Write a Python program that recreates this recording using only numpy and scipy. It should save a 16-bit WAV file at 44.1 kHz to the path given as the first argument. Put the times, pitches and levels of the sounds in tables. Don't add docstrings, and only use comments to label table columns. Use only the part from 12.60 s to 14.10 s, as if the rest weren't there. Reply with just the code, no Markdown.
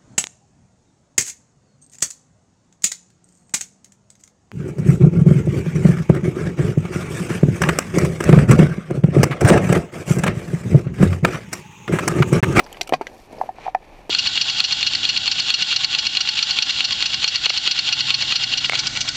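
import sys
import numpy as np
from scipy import signal
from scipy.fft import rfft, irfft, next_fast_len
from scipy.io import wavfile
from scipy.ndimage import uniform_filter1d, map_coordinates

SR = 44100
rng = np.random.default_rng(int(sys.argv[2]) if len(sys.argv) > 2 else 0)


def ratio(d):
    e = np.asarray(d, float) / 20
    return 10 ** e


def generate_wav(sig):
    pcm = np.round(np.clip(np.atleast_2d(sig).T, -1, 1) * 32767).astype(np.int16)
    wavfile.write(sys.argv[1], SR, pcm)


N = 66150


def unit(x):
    return x / np.sqrt(np.mean(x ** 2) + 1e-20)


def curve(rows):
    return np.interp(np.arange(N) / SR, *np.transpose(rows))


def wobble(rate_hz):
    return map_coordinates(rng.standard_normal(N // 8), [np.arange(N) * rate_hz / SR])


def filtered(x, response):
    m = next_fast_len(len(x) + 8192)
    return irfft(rfft(x, m) * response(np.fft.rfftfreq(m, 1 / SR)), m)[:len(x)]


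def rush(spectrum, grain_db, grain_hz):
    f_hz, db = np.transpose(spectrum)
    rough = rng.standard_normal(N) * ratio(grain_db * wobble(grain_hz))
    return unit(filtered(rough, lambda hz: ratio(np.interp(np.log(hz + 1), np.log(f_hz + 1), db))))


def add(track, t_s, sound):
    track[round(t_s * SR):][:len(sound)] += sound


# [t/s, peak level/dB, second mode level/dB, upper modes level/dB, ring length factor]
KNOCKS = [
    (0.8121, -9.5, 1, -18, 0.82),
    (0.8896, -16, -4.5, -21.5, 1.01),
    (.983, -28, 1.5, -12, 0.75),
    (1.0565, -35, 6, -8, 1),
    (1.0642, -13.5, -3.5, -24.5, 0.74),
    (1.0772, -32, 6, -20, 0.79),
    (1.0812, -13, -13, -26.5, 0.89),
    (1.148, -4.5, -8.5, -15, 0.83),
]
# [f/Hz, level/dB, t60/s]
LOG_MODES = [(748.3, -2, 0.038), (874, -3, 0.023), (1067, -2, 0.02), (1258, -8.5, 0.025),
             (1590, -10, 0.019), (1755, -8, 0.03), (2000, -10, 0.021)]


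def log_knocks():
    rise_s = .001
    out, t = np.zeros(N + SR), np.arange(SR // 8) / SR
    hz, level_db, t60_s = np.transpose(LOG_MODES)[:, :, None]
    k = np.arange(len(LOG_MODES))[:, None]
    for t_s, peak_db, mate_db, upper_db, ring in KNOCKS:
        mode_db = level_db + np.where(k == 1, mate_db, 0) + np.where(k > 1, upper_db, 0)
        gain = ratio(mode_db - 60 * t / (t60_s * ring))
        modes = (-1.) ** k * gain * np.sin(2 * np.pi * hz * t)
        rise = (1 - np.exp(-t / rise_s)) ** 2
        add(out, t_s, ratio(peak_db + 5.5) * rise * modes.sum(0))
    return out[:N]


# [t/s, peak level/dB, centre/octaves re 600 Hz, spread/octaves, ring length factor]
THUDS = [(.0002, -24.5, 0.3, 0.77, 1.12), (.1445, -34.5, 1.6, 0.54, 1.1), (.1708, -29, 0.56, 0.64, 0.58),
         (.293, -24, -0.19, 0.68, 1.27), (0.3238, -6.5, -0.16, 0.73, 0.8), (0.3346, -10, 0.2, 0.9, 0.8),
         (.3402, -7, 0.44, 0.56, 0.89), (.3345, -9, -1.58, 0.29, 1.74), (.337, -12, 2, 0.6, 0.77),
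         (.4683, -14, 1.88, 0.64, 0.45), (.4684, -19.5, -0.18, .12, 0.8), (.5425, -24.5, 0.25, 0.14, 0.69),
         (.7115, -32, 0.2, 0.38, 0.34), (.729, -26.5, -0.65, 0.71, 0.31), (.748, -31, -0.12, 0.52, 1.1),
         (.783, -23.5, -0.16, 0.28, 1.5), (.803, -24, -0.42, 0.69, 0.27), (.837, -19, 0.08, 0.28, 0.62)]
# [f/Hz, level/dB, t60/s]
BRANCH_MODES = [(150, 1, 0.11), (266.4, 0, 0.071), (347, 3.5, 0.077), (434, -1, 0.038), (516, -2.5, 0.051),
                (637.5, 4, 0.035), (736.6, 0, 0.056), (895, -12, 0.02), (1104, 3, 0.034), (1320, -5, 0.043),
                (1610, -5, 0.071), (1960, 0, 0.038), (2190, -6, 0.027), (2350, -4.5, 0.015)]
# [t/s, peak level/dB, centre/octaves re 600 Hz, spread/octaves, ring length factor]
TAPS = [
    (.2113, -12.5, 0.24, 0.19, 0.61),
    (.2145, -19.5, -1.17, 0.63, 0.88),
    (.2128, -19, 1.9, 0.26, 0.74),
    (.4113, -12, -0.23, 1.5, 0.59),
    (.419, -14.5, -0.18, 0.42, 0.56),
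    (1.4948, -13.5, -1.04, 1.54, 0.72),
]
# [f/Hz, level/dB, t60/s]
STICK_MODES = [(374.4, 6, 0.038), (718, 2, 0.055), (888, 3.5, 0.067), (1356, -7, 0.067), (1760, -11, 0.061),
               (2090, 0, 0.031), (2600, -33, 0.018)]


def thuds(blows, body):
    contact_s, rise_s, swing_rad, scatter_rad = .001, .00065, .5, .5
    out, t = np.zeros(N + SR), np.arange(SR // 6) / SR
    hz, level_db, t60_s = np.transpose(body)[:, :, None]
    for t_s, peak_db, centre, spread, ring in blows:
        tone_db = -9 * ((np.log2(hz / 600) - centre) / spread) ** 2
        gain = ratio(level_db + tone_db - 60 * t / (t60_s * ring))
        phase = scatter_rad * rng.standard_normal((len(body), 1)) - swing_rad
        modes = gain * np.cos(2 * np.pi * hz * (t - contact_s) + phase)
        add(out, t_s, ratio(peak_db - 6.5) * (1 - np.exp(-t / rise_s)) * modes.sum(0))
    return out[:N]


# [t/s, peak level/dB, centre/octaves re 3 kHz, spread/octaves, t60/s]
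CRACKS = [(.0002, -23, -0.34, 0.87, 0.016), (0.041, -37.5, 0.74, 0.35, 0.038),
          (0.063, -26, -1.46, 1, 0.031), (0.1276, -33, 0.075, 1.4, 0.017), (0.169, -28, -0.42, 0.7, 0.014),
          (0.2111, -12, -0.26, 0.94, 0.015), (0.2152, -14, 0.039, 1.25, 0.019),
          (0.23, -28.5, 0.84, 0.73, 0.016), (0.2735, -25, 0.013, 1.7, 0.018),
          (0.292, -28.5, 0.065, 2.1, 0.024), (0.3248, -14.5, -0.82, 0.96, 0.018),
          (0.3349, -21, -0.38, 0.88, 0.056), (0.339, -29, 0.72, 0.4, 0.055),
          (0.412, -29, -0.88, 0.87, 0.062), (0.4683, -26, 0.1, 0.9, 0.025), (.578, -50, 0.8, 1.1, 0.048),
          (0.725, -44, 0.69, 1.8, 0.032), (0.786, -42.5, 0.75, 0.15, 0.03), (1.1478, -30, -.7, 0.4, 0.02),
          (1.4947, -24.5, -0.1, 0.92, 0.083)]


def cracks():
    tear_s, spike_db, lump_db, lump_hz = .0004, 4, 3, 600
    after_db, after_t60_s = -23, .09
    out, t = np.zeros(N + SR), np.arange(SR // 6) / SR
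    for t_s, peak_db, centre, spread, t60_s in CRACKS:
        noise, swell, lumps = rng.standard_normal((3, len(t)))

        def colour(hz):
            octaves = np.log2(hz / 3000 + 1e-6) - centre
            lumpy = ratio(lump_db * map_coordinates(lumps, [hz / lump_hz]))
            return lumpy / (1 + (octaves / spread) ** 2) ** 1.3

        spikes = noise * ratio(spike_db * unit(uniform_filter1d(swell, size=20)))
        decay = ratio(-60 * t / t60_s) + ratio(after_db - 60 * t / after_t60_s)
        shape = (1 - np.exp(-t / tear_s)) * decay
        burst = unit(filtered(spikes, colour)) * shape
        add(out, t_s, ratio(peak_db - 7) * burst * np.linalg.norm(shape) / np.linalg.norm(burst))
    return out[:N]


# [t/s, peak level/dB, f/Hz, t60/s]
SPLINTERS = [(.036, -44, 5930, 0.015), (.042, -44, 7500, 0.011), (.0505, -41, 5900, .008),
             (.0506, -47, 7850, .008), (.064, -41, 4760, .012), (.1274, -27, 3100, 0.011),
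             (.1274, -33.5, 6920, .012), (.1275, -32, 7750, 0.013), (.1274, -35.5, 11300, 0.014),
             (.1275, -37, 13200, .01), (.146, -35, 3000, .015), (.171, -41, 4830, .01),
             (0.2114, -6.5, 2930, 0.0033), (.2112, -18, 4700, .008), (.2113, -24, 5850, 0.0051),
             (.2115, -25, 7600, .006), (.212, -28.5, 1546, 0.029), (.2146, -14, 4540, 0.0077),
             (0.2145, -18, 3960, 0.0093), (.2146, -14.5, 3230, .01), (.2147, -19.5, 2130, 0.013),
             (.2148, -18.5, 7400, 0.0061), (.2148, -24, 12200, 0.0051), (.2152, -22, 5730, 0.01),
             (.2225, -37.5, 7140, .015), (.2312, -33, 4370, 0.0087), (.269, -37, 2700, .006),
             (.2741, -32, 8060, .008), (0.2765, -44, 4860, .01), (.276, -33, 1320, 0.019),
             (.293, -27, 2960, 0.017), (.293, -34, 6300, .008), (.2933, -30.5, 9300, 0.013),
             (.293, -31, 13000, 0.009), (.294, -34, 1290, 0.031), (.2962, -26, 667, 0.044),
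             (.324, -29.5, 2404, .04), (0.323, -33, 3030, 0.011), (.3355, -25, 1970, 0.0082),
             (.336, -18.5, 3100, 0.019), (.3375, -18, 2463, 0.023), (.338, -34.5, 4590, 0.047),
             (1.1478, -41.5, 3635, 0.011), (1.148, -34, 5060, 0.0079), (1.1478, -35.5, 5690, 0.0081),
             (1.1485, -19.5, 2350, .007), (1.148, -24, 547, 0.011)]
# [t/s, peak
# level/dB, f/Hz, t60/s]
SHORT_TONES = [(.277, -38, 2270, 0.017), (0.2974, -31, 2300, .012), (0.3245, -5.5, 623, 0.0095),
               (0.3368, -3, 760, .013), (.4687, -33, 5900, .01), (.5425, -31, 700, 0.01),
               (0.812, -16, 1010, .012), (1.0782, -16, 933, 0.02), (1.0778, -34, 1770, 0.014),
               (1.1476, -12.5, 1040, 0.0077), (1.15, -27, 1930, .014)]


def ring_downs(events):
    snap_s = .0003
    out, t = np.zeros(N + SR), np.arange(SR // 12) / SR
    for t_s, peak_db, hz, t60_s in events:
        gain = ratio(peak_db - 60 * t / t60_s) * (1 - np.exp(-t / snap_s))
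        add(out, t_s, gain * np.sin(2 * np.pi * hz * t))
    return out[:N]


def trees(x):
    t60_s, delay_samples = .09, 150
    t = np.arange(SR // 4) / SR
    tail = uniform_filter1d(rng.standard_normal(len(t)), size=4) * ratio(-60 * t / t60_s)
    return signal.fftconvolve(np.pad(x, (delay_samples, 0)), tail / np.linalg.norm(tail))[:N]


# [t/s, level/dB]
CLOTH = [(0, -54), (.07, -56), (.12, -52), (.18, -55.5), (.3, -62.5), (.5, -56.5), (.56, -61), (.7, -58.5),
         (.73, -57), (.86, -53.5), (.93, -63.5), (.98, -50), (1.05, -44.5), (1.1, -49), (1.13, -62),
         (1.2, -60), (1.33, -55.5), (1.5, -59)]
# [f/Hz, level/dB per Hz]
CLOTH_COLOUR = [(530, -30), (900, 5.5), (1330, -0.5), (1590, -5), (2250, -0.5), (4330, -12), (4820, -18),
                (5980, -17.5), (15500, -39.5)]


def cloth():
    return ratio(curve(CLOTH) + wobble(28.2)) * rush(CLOTH_COLOUR, grain_db=1.5, grain_hz=380)


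# [t/s, level/dB]
RUB = [(0, -43), (.1, -45.5), (.19, -44.5), (.4, -48.5), (.52, -45.5), (.65, -52), (.74, -43), (.85, -44),
       (.93, -51), (1.0, -45), (1.1, -49), (1.2, -50), (1.32, -48), (1.5, -50)]
# [f/Hz, level/dB per Hz]
RUB_COLOUR = [(59, -17), (100, -10.5), (221, -7), (305, -5.5), (389, -5), (861, -6), (1400, -31.5),
              (1820, -17.5), (3080, -120)]


def rub():
    return ratio(curve(RUB)) * rush(RUB_COLOUR, grain_db=2.5, grain_hz=120)


# [t/s, level/dB]
LEAVES = [(0, -57.5), (.06, -57.5), (.19, -60.5), (.38, -68.5), (.5, -60.5), (.62, -59.5), (.7, -65.5),
          (.73, -59.5), (.85, -58), (.9, -66.5), (1.05, -70.5), (1.2, -68.5), (1.38, -65), (1.5, -67.5)]
# [f/Hz, level/dB per Hz]
LEAF_COLOUR = [(2940, -5), (5000, -5.5), (7230, -8.5), (13300, -12), (15500, -15)]


def leaves():
    return ratio(curve(LEAVES) + wobble(73)) * rush(LEAF_COLOUR, grain_db=3, grain_hz=1100)


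# [f/Hz, level/dB per Hz]
RUMBLE_COLOUR = [(8.8, -29.5), (15, -3), (32, 4), (81, -9), (150, -13.5), (200, -26), (330, -120)]


def rumble():
    return ratio(-52.5 + wobble(1.4)) * rush(RUMBLE_COLOUR, grain_db=1, grain_hz=11.3)


def scene():
    low_cut_hz, trees_db = 80, -26.5
    blows = log_knocks() + thuds(THUDS, BRANCH_MODES) + thuds(TAPS, STICK_MODES)
    breaks = cracks() + ring_downs(SPLINTERS) + ring_downs(SHORT_TONES)
    wood = filtered(blows + breaks, lambda hz: (1j * hz / (low_cut_hz + 1j * hz)) ** 2)
    return (wood + ratio(trees_db) * trees(wood) + cloth() + rub() + leaves() + rumble())[None]


# [f/Hz, width/Hz, lift/dB]
HOUSING = [(2420, 400, 5), (4550, 700, 4), (5700, 500, 4)]


def case(hz):
    response = 1
    for f_hz, width_hz, lift_db in HOUSING:
        damping = 1j * hz * width_hz
        response = response + (ratio(lift_db) - 1) * damping / (f_hz ** 2 - hz ** 2 + damping)
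    return response


def top_cut(x):
    return signal.sosfilt(signal.butter(12, 16230, fs=SR, output="sos"), x)


def record(dry):
    edge_hz, top_hz, soft_top = 15100, 16200, .95
    x = filtered(dry[0], lambda hz: case(hz) * (hz < top_hz) / (1 + (hz / edge_hz) ** 24))
    mix = x / (1 + np.abs(x / soft_top) ** 6) ** (1 / 6)
    return top_cut(mix[None])


dry = scene()
out = record(dry)
generate_wav(out)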